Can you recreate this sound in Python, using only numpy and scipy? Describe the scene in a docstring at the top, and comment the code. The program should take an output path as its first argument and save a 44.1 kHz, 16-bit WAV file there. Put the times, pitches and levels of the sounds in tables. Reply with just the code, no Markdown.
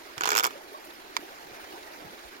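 """A small stream rushes over stones below a roadside, left of a hand-held stereo microphone.
Its wash is patchy noise that reaches the left port first, with ringing bubbles and gulps of air.
Close on the right a plastic ratchet, probably the reel of a dog leash, rattles in two quick runs:
noise snaps, a ringing pawl and a knocked shell. Later its catch snaps once, with two early echoes.
Soft low bumps (damped tones) and faint rustles (treble puffs) come from walking and handling."""
import sys
import numpy as np
from scipy import signal
from scipy.fft import rfft, irfft
from scipy.io import wavfile
from scipy.ndimage import uniform_filter1d

SR = 44100
rng = np.random.default_rng(int(sys.argv[2]) if len(sys.argv) > 2 else 0)


def digitize_waveform(pressure):
    """Quantize a signal to 16-bit integers and store it at the path in sys.argv[1].

    Rows of a 2-D input are taken as channels; values are limited to [-1, 1].
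    """
    field = np.atleast_2d(pressure).T
    bounded = np.clip(field, -1, 1)
    quanta = np.round(bounded * 32767).astype(np.int16)
    wavfile.write(sys.argv[1], SR, quanta)


N = 105840

# Stream spectrum at the microphone. Each row: frequency in Hz, relative level left in dB, right in dB.
STREAM_SPECTRUM = [(20, -5.5, -8), (50, -16, -6), (101, -25.5, -24.5), (170, -48, -38), (261, -12.5, -6.5),
                   (331, -2, 2.5), (478, -10, -4.5), (820, -1.5, -4), (1050, -9, -6.5), (1490, -7, -4.5),
                   (2410, -10, -8), (2920, -22, -10.5), (4100, -15, -11), (6140, -18.5, -17),
                   (6840, -64, -16), (7350, -27, -18.5), (8040, -32.5, -26.5), (8770, -23, -24.5),
                   (12500, -20.5, -23.5), (15800, -23, -26)]
# Swell of the water as the walker moves. Each row: time in seconds, gain in dB.
WATER_SWELL = [(0, 0), (.5, 1.5), (.65, -0.5), (1.05, -0.3), (1.35, 0.3), (1.5, 0.5), (1.74, 2.5),
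               (1.85, 0.7), (2.05, 0.5), (2.25, 0.9), (2.4, -1.1)]
# Likeness of the stream at the two ports. Each row: frequency in Hz, likeness from 0 to 1.
PORT_LIKENESS = [(60, 0.02), (140, 0.54), (300, 0.93), (650, 0.55), (1400, 0.41), (3000, 0.35), (7000, 0),
                 (15000, 0)]
# Depth of the churning patches. Each row: frequency in Hz, depth in dB per standard deviation.
CHURN_DEPTH = [(50, -2), (350, 2), (900, 2.2), (2500, 1.4), (8000, 2.06), (15000, 3.3)]
STREAM_DB, STREAM_LEAD_S = -46, 0.00041  # the stream lies left: its left port leads

BUBBLES_PER_S, BUBBLE_CYCLES = 70, 14  # births over all sizes; cycles to age 1
BUBBLES_DB = -57

# Soft bumps of steps and handling.
# Each row: start in seconds, pitch in Hz, level at the right port in dB, fade time constant in seconds.
SOFT_BUMPS = [(0.171, 129, -41.5, 0.0093), (0.226, 141, -48.5, 0.021), (0.462, 96, -53, 0.009),
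              (1.449, 155, -51.5, 0.0066), (1.512, 126, -50, 0.0081), (2.041, 174, -43, 0.016),
              (2.058, 116, -44.5, 0.0069), (2.095, 208, -47.5, 0.0093), (2.249, 48.5, -47.5, 0.022)]
BUMP_RISE_S, BUMP_LEFT_DB = 0.0083, -8

# Ratchet teeth. Each row: start in seconds, snap level in dB, knock level in dB re KNOCK_DB,
# extra treble in dB, pitch of the pawl's ring in Hz.
RATCHET_TEETH = [(.179, -19.5, -33, -14, 1360), (.208, -19, -16, -10, 1390), (0.2188, -23, -23, -18, 1340),
                 (0.2349, -15, -18, -7, 1340), (0.2426, -17.5, -32, -16, 1380),
                 (0.2551, -14.5, -16.5, -4.5, 1280), (0.2626, -20, -25, -8, 1280),
                 (.2733, -13.5, -16.5, -11, 1390), (0.2791, -21.5, -19.5, -7, 1280),
                 (0.2892, -18.5, -13.5, 4, 1410), (0.2967, -36, -37, -3, 1280),
                 (.304, -15.5, -19, -1, 1290), (0.317, -18.5, -14.5, 4.5, 1360),
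                 (0.321, -22.5, -18, -6, 1660), (0.329, -19, -18, -14, 1430), (0.332, -24, -22.5, -4, 1430),
                 (.3405, -18, -22.5, -22, 1320), (.351, -15.5, -16.5, -1.5, 1430),
                 (.3606, -15.5, -14, -7, 1490), (0.3695, -15, -17, 7.5, 1375),
                 (0.3783, -12.5, -20, 3, 1510), (0.3867, -13.5, -24, 3.5, 1490),
                 (0.3958, -17, -13.5, 5, 1285), (.4048, -21, -15.5, -4, 1257),
                 (0.4275, -30, -21.5, 0, 1420), (0.435, -21.5, -19, 10, 1400), (.4413, -15, -15, 6, 1480),
                 (0.4492, -15, -19, 2, 1380), (0.4569, -17, -18, -13, 1110), (0.4657, -23, -26, 14, 1170),
                 (.4714, -40, -18, -3, 1216), (.5068, -29.5, -36, -25, 1350)]
# Colour of a tooth's snap. Each row: frequency in Hz, relative level left in dB, right in dB.
SNAP_COLOUR = [(101, -32, -37), (222, -36, -16), (430, -14, -4.5), (640, -14.5, -15), (900, -6.5, -0.5),
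               (1900, -12.5, -6), (2600, -18, -2.5), (3650, -13.5, -3), (3650, -19.5, -11.5),
               (5580, -14.5, -3), (6240, -32, -6.5), (6740, -47, -4), (7550, -29, -5.5),
               (8100, -26.5, -13.5), (11340, -28, -14.5), (12200, -17, -4.5), (12400, -20, -23),
               (14600, -21, -7.5), (15800, -35, -19.5)]
SNAP_RISE_S, SNAP_FADE_S = 0.0012, 0.0011
SNAP_TAIL_DB, SNAP_TAIL_S, TAIL_TOP_HZ = -8, 0.0053, 7900
TREBLE_HZ = 8000  # half of a tooth's extra treble dB applies here
# Modes of the hollow plastic shell. Each row: mean pitch in Hz, central level at the right port in dB,
# t60 in seconds, left port relative to right in dB.
SHELL_MODES = [(424.6, -15.5, 0.06, -4.5), (785, -19.5, 0.061, -12), (986, -11, 0.05, -9),
               (1453, -12.5, 0.049, -6.5), (1678, -17, 0.031, 3), (2280, -14.5, 0.024, -2.5),
               (2810, -26, 0.018, -18), (3470, -23.5, 0.057, -6), (6714, -11, 0.012, -30)]
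KNOCK_DB, KNOCK_RISE_S, KNOCK_LAG_S = -1.5, 0.0019, 0.000345  # the left port lags
KNOCK_SCATTER_HZ, KNOCK_SPREAD_DB = 26, 1.8  # standard deviations from tooth to tooth
PAWL_T60_S = 0.016
NEAR_LAG_S = 0.00041  # snaps and catch are on the right: the left port lags

# Scatter from the walker and the road
SCATTER_DB, SCATTER_T60_S, CATCH_SCATTER_DB = -15, 0.07, -16  # the last is the catch's send

# Gulps of water between the stones.
# Each row: start in seconds, starting pitch in Hz, level at the right port in dB.
WATER_GULPS = [(.522, 399, -44), (.553, 547, -35.5), (0.571, 354, -45), (.718, 399, -38.5),
               (.74, 598, -38.5), (.745, 1107, -33.5), (.858, 606, -41), (0.883, 339, -44.5),
               (1.118, 364, -44.5), (1.19, 283, -41), (1.223, 326, -40.5), (1.696, 388, -46),
               (1.735, 341, -37.5), (1.773, 418, -41.5), (1.872, 1846, -42.5), (2.021, 290, -41),
               (2.327, 1587, -44)]
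GULP_RISE_S, GULP_FADE_S, GULP_LEFT_DB = 0.0029, 0.014, -2.5
GULP_GLIDE_PER_S = 0.98  # stretch of the phase; the pitch rises at twice this fraction

# Faint rustles of the dog's pack.
# Each row: start in seconds, level before the highpass in dB, fade time constant in seconds.
PACK_RUSTLES = [(.728, -48, .008), (.845, -44, 0.012), (.875, -61, .02), (.932, -49, .007)]
RUSTLE_HZ = 9000

# Modes of the catch, before its highpass. Each row: pitch in Hz, relative level at the right port in dB,
# t60 in seconds, left port relative to right in dB.
CATCH_MODES = [(1022, -2, 0.018, -32), (1230, -8.5, 0.0076, 3.5), (1830, -2.5, 0.0074, -10),
               (2275, -3, 0.013, -9.5), (3580, 0.5, 0.0033, -13), (4100, -9, 0.0069, -2),
               (4830, -3.5, 0.0092, -10.5), (6230, -10.5, 0.0062, -21), (7200, -6, 0.0068, -28),
               (13400, -11.5, 0.0034, -10)]
# The catch's snap and two quieter early echoes from nearby surfaces.
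# Each row: start in seconds, level in dB.
CATCH_ECHOES = [(1.1665, -12), (1.1707, -24.5), (1.173, -25)]
CATCH_TICK_DB, CATCH_LOW_HZ = -17, 650  # tick is relative to the row's level

EDGE_HZ = 16050


def amp(db):
    """Decibels to gain."""
    return 10 ** (np.asarray(db) / 20)


def evened(x):
    """Scales to rms 1."""
    return x / np.sqrt(np.mean(x ** 2) + 1e-20)


def read(table, hz, axis=1):
    """Reads one column of a table over log frequency."""
    columns = np.transpose(table)
    return np.interp(np.log(hz + 1), np.log(columns[0] + 1), columns[axis])


def ports(table, hz):
    """Left and right dB of a table."""
    return np.array([read(table, hz, axis=1), read(table, hz, axis=2)])


def add(mix, s, sound):
    """Mixes a stereo sound in at time s."""
    part = mix[:, max(round(s * SR), 0):][:, :sound.shape[1]]
    part += sound[:, :part.shape[1]]


def colour(x, table, size=2048):
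    """Causal minimum-phase filter for each port; the right one has unit energy."""
    log_gain = np.log(amp(ports(table, abs(np.fft.fftfreq(size, 1 / SR)))))
    spectrum = np.exp(np.conj(signal.hilbert(log_gain)))
    taps = np.fft.ifft(spectrum).real[:, :size // 2]
    return signal.oaconvolve(x, taps / np.linalg.norm(taps[1]), axes=1)[:, :N]


def highpass(x, hz, order=2):
    """Weakens what lies below hz."""
    return signal.sosfilt(signal.butter(order, hz, "high", fs=SR, output="sos"), x)


def swell(t, rise, fade):
    """Smooth rise to 1, then exponential fade."""
    attack = np.sin(np.pi / 2 * np.clip(t / rise, 0, 1)) ** 2
    return attack * np.exp(-np.maximum(t - rise, 0) / fade)


def ring(t, hz, t60, rise):
    """One struck mode, silent before t = 0."""
    return swell(t, rise, t60 / np.log(1000)) * np.sin(2 * np.pi * hz * t)


def rush(size=512, flicker_db=1.04):
    """Wash of the stream: churning patches of noise that reach the left port first."""
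    hop = size // 4
    frames, hz = N // hop + 5, np.fft.rfftfreq(size, 1 / SR)
    a, b, c, d, patches = rng.standard_normal((5, frames, len(hz)))
    patches = uniform_filter1d(patches, size=10, axis=0)  # smooth in time
    patches = evened(uniform_filter1d(patches, size=4, axis=1))  # smooth in frequency
    flicker = evened(uniform_filter1d(rng.standard_normal(frames), size=4))[:, None]

    # The right port shares part of the left noise, delayed, and fills up with its own
    like = np.clip(read(PORT_LIKENESS, hz), 0, 1)
    left, own = a + 1j * b, c + 1j * d
    delayed = left * np.exp(-2j * np.pi * hz * STREAM_LEAD_S)
    right = like * delayed + np.sqrt(1 - like ** 2) * own

    level_db = ports(STREAM_SPECTRUM, hz)[:, None] + read(CHURN_DEPTH, hz) * patches + flicker_db * flicker
    spectra = np.array([left, right]) * amp(level_db)
    wash = signal.istft(spectra.transpose(0, 2, 1), nperseg=size, noverlap=size - hop)[1]
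    return amp(STREAM_DB) * evened(wash[:, :N])


def bubbles(count=30, low_hz=520, high_hz=3500, glide=0.0566, slope_db=0.5, left_db=-3):
    """Small bubbles of many sizes ring briefly, each rising a little in pitch."""
    out = np.zeros((2, N))
    for hz in np.geomspace(low_hz, high_hz, count):
        turns = np.arange(0, 2 * BUBBLE_CYCLES, hz / SR)
        age = turns / BUBBLE_CYCLES
        ping = swell(age, 0.14, 0.96) * np.sin(2 * np.pi * turns * (1 + glide * age))
        births = (rng.random(N) < BUBBLES_PER_S / count / SR) * rng.uniform(0.43, 2.3, N)
        level_db = slope_db * np.log2(hz / low_hz)
        sound = amp(level_db) * signal.oaconvolve(births, ping)[:N]
        lag = round(STREAM_LEAD_S * SR * rng.uniform(0.54, 0.9))
        out += [amp(left_db) * sound, np.roll(sound, lag)]
    return amp(BUBBLES_DB) * evened(out)


def bumps():
    """Dull, well-damped thuds: low tones that fade at once."""
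    out, t = np.zeros((2, N)), np.arange(SR // 6) / SR
    for s, hz, db, fade in SOFT_BUMPS:
        thud = swell(t, BUMP_RISE_S, fade) * np.sin(2 * np.pi * hz * t)
        add(out, s, amp([[db + BUMP_LEFT_DB], [db]]) * thud)
    return out


def shell_knock(t, pawl_hz):
    """One knock: the pawl rings with the shell's modes, whose pitch and level scatter."""
    knock = ring(t, pawl_hz, PAWL_T60_S, KNOCK_RISE_S)
    scatters = rng.standard_normal((len(SHELL_MODES), 2))
    for (hz, db, t60, left_db), (detune, strength) in zip(SHELL_MODES, scatters):
        mode = ring(t, hz + KNOCK_SCATTER_HZ * detune, t60, KNOCK_RISE_S)
        knock = knock + amp(db + KNOCK_SPREAD_DB * strength) * amp([[left_db], [0]]) * mode
    return knock


def ratchet():
    """Each tooth snaps past the pawl, which rings at a shifting pitch, and knocks the hollow shell."""
    snaps, knocks, t = np.zeros((2, N)), np.zeros((2, N)), np.arange(SR // 16) / SR
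    late, knock_t = np.array([t - NEAR_LAG_S, t]), np.array([t - KNOCK_LAG_S, t])
    crack = swell(late, SNAP_RISE_S, SNAP_FADE_S)
    tail = amp(SNAP_TAIL_DB) * swell(late, SNAP_RISE_S, SNAP_TAIL_S)
    hz = np.fft.rfftfreq(len(t), 1 / SR)
    treble = hz ** 2 / (hz ** 2 + TREBLE_HZ ** 2)
    dull = 1 / np.sqrt(1 + (hz / TAIL_TOP_HZ) ** 10)  # lowpass of the tail
    for s, snap_db, knock_db, treble_db, pawl_hz in RATCHET_TEETH:
        noise = rng.choice([-1, 1], (2, 2, len(t)))
        grit, after = rfft(noise) * amp(treble_db * treble)
        snap = crack * irfft(grit, len(t)) + tail * irfft(after * dull, len(t))
        add(snaps, s, amp(snap_db) * snap)
        add(knocks, s, amp(KNOCK_DB + knock_db) * shell_knock(knock_t, pawl_hz))
    return colour(snaps, SNAP_COLOUR) + knocks


def scatter(x, onset_s=0.0041):
    """Short open-air tail from nearby surfaces: fading noise convolved with the sound."""
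    t = np.arange(SR // 5) / SR
    tail = rng.standard_normal((2, len(t))) * swell(t, onset_s, SCATTER_T60_S / np.log(1000))
    return amp(SCATTER_DB) * signal.oaconvolve(x, tail / np.linalg.norm(tail[1]), axes=1)[:, :N]


def gulps():
    """Pockets of air ring between the stones, rising in pitch as they fade."""
    out, t = np.zeros((2, N)), np.arange(SR // 8) / SR
    late = np.array([t, t - STREAM_LEAD_S])
    for s, hz, db in WATER_GULPS:
        turns = hz * late * (1 + GULP_GLIDE_PER_S * late)
        tone = swell(late, GULP_RISE_S, GULP_FADE_S) * np.sin(2 * np.pi * turns)
        add(out, s, amp([[db + GULP_LEFT_DB], [db]]) * tone)
    return out


def rustles(rise_s=0.004):
    """Nylon brushing: thin puffs of treble noise."""
    out, t = np.zeros((2, N)), np.arange(SR // 8) / SR
    for s, db, fade in PACK_RUSTLES:
        puff = swell(t, rise_s, fade) * rng.standard_normal((2, len(t)))
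        add(out, s, amp(db) * puff)
    return highpass(out, RUSTLE_HZ)


def catch(rise_s=0.00024, tick_s=0.0011):
    """One dry plastic snap with two quieter early echoes; the part is too small to radiate bass."""
    out, t = np.zeros((2, N)), np.arange(SR // 20) / SR
    late = np.array([t - NEAR_LAG_S, t])
    snap = amp(CATCH_TICK_DB) * swell(late, rise_s, tick_s) * rng.standard_normal(late.shape)
    for k, (hz, db, t60, left_db) in enumerate(CATCH_MODES):
        sign = (-1) ** k  # neighbouring modes start in opposite directions
        snap = snap + sign * amp([[db + left_db], [db]]) * ring(late, hz, t60, rise_s)
    for s, db in CATCH_ECHOES:
        add(out, s, amp(db) * snap)
    return highpass(out, CATCH_LOW_HZ, order=3)


def scene():
    """The stream behind, the leash in front."""
    swell_db = np.interp(np.arange(N) / SR, *np.transpose(WATER_SWELL))
    water = (rush() + bubbles()) * amp(swell_db)
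    rattle, snap = ratchet(), catch()
    open_air = scatter(rattle + amp(CATCH_SCATTER_DB) * snap)
    return water + bumps() + rattle + open_air + gulps() + rustles() + snap


def record(dry):
    """The recorder's band limit: a steep lowpass."""
    taps = signal.firwin(511, EDGE_HZ, window=("kaiser", 9), fs=SR)
    return signal.oaconvolve(dry, taps[None], "same")


dry = scene()
out = record(dry)
digitize_waveform(out)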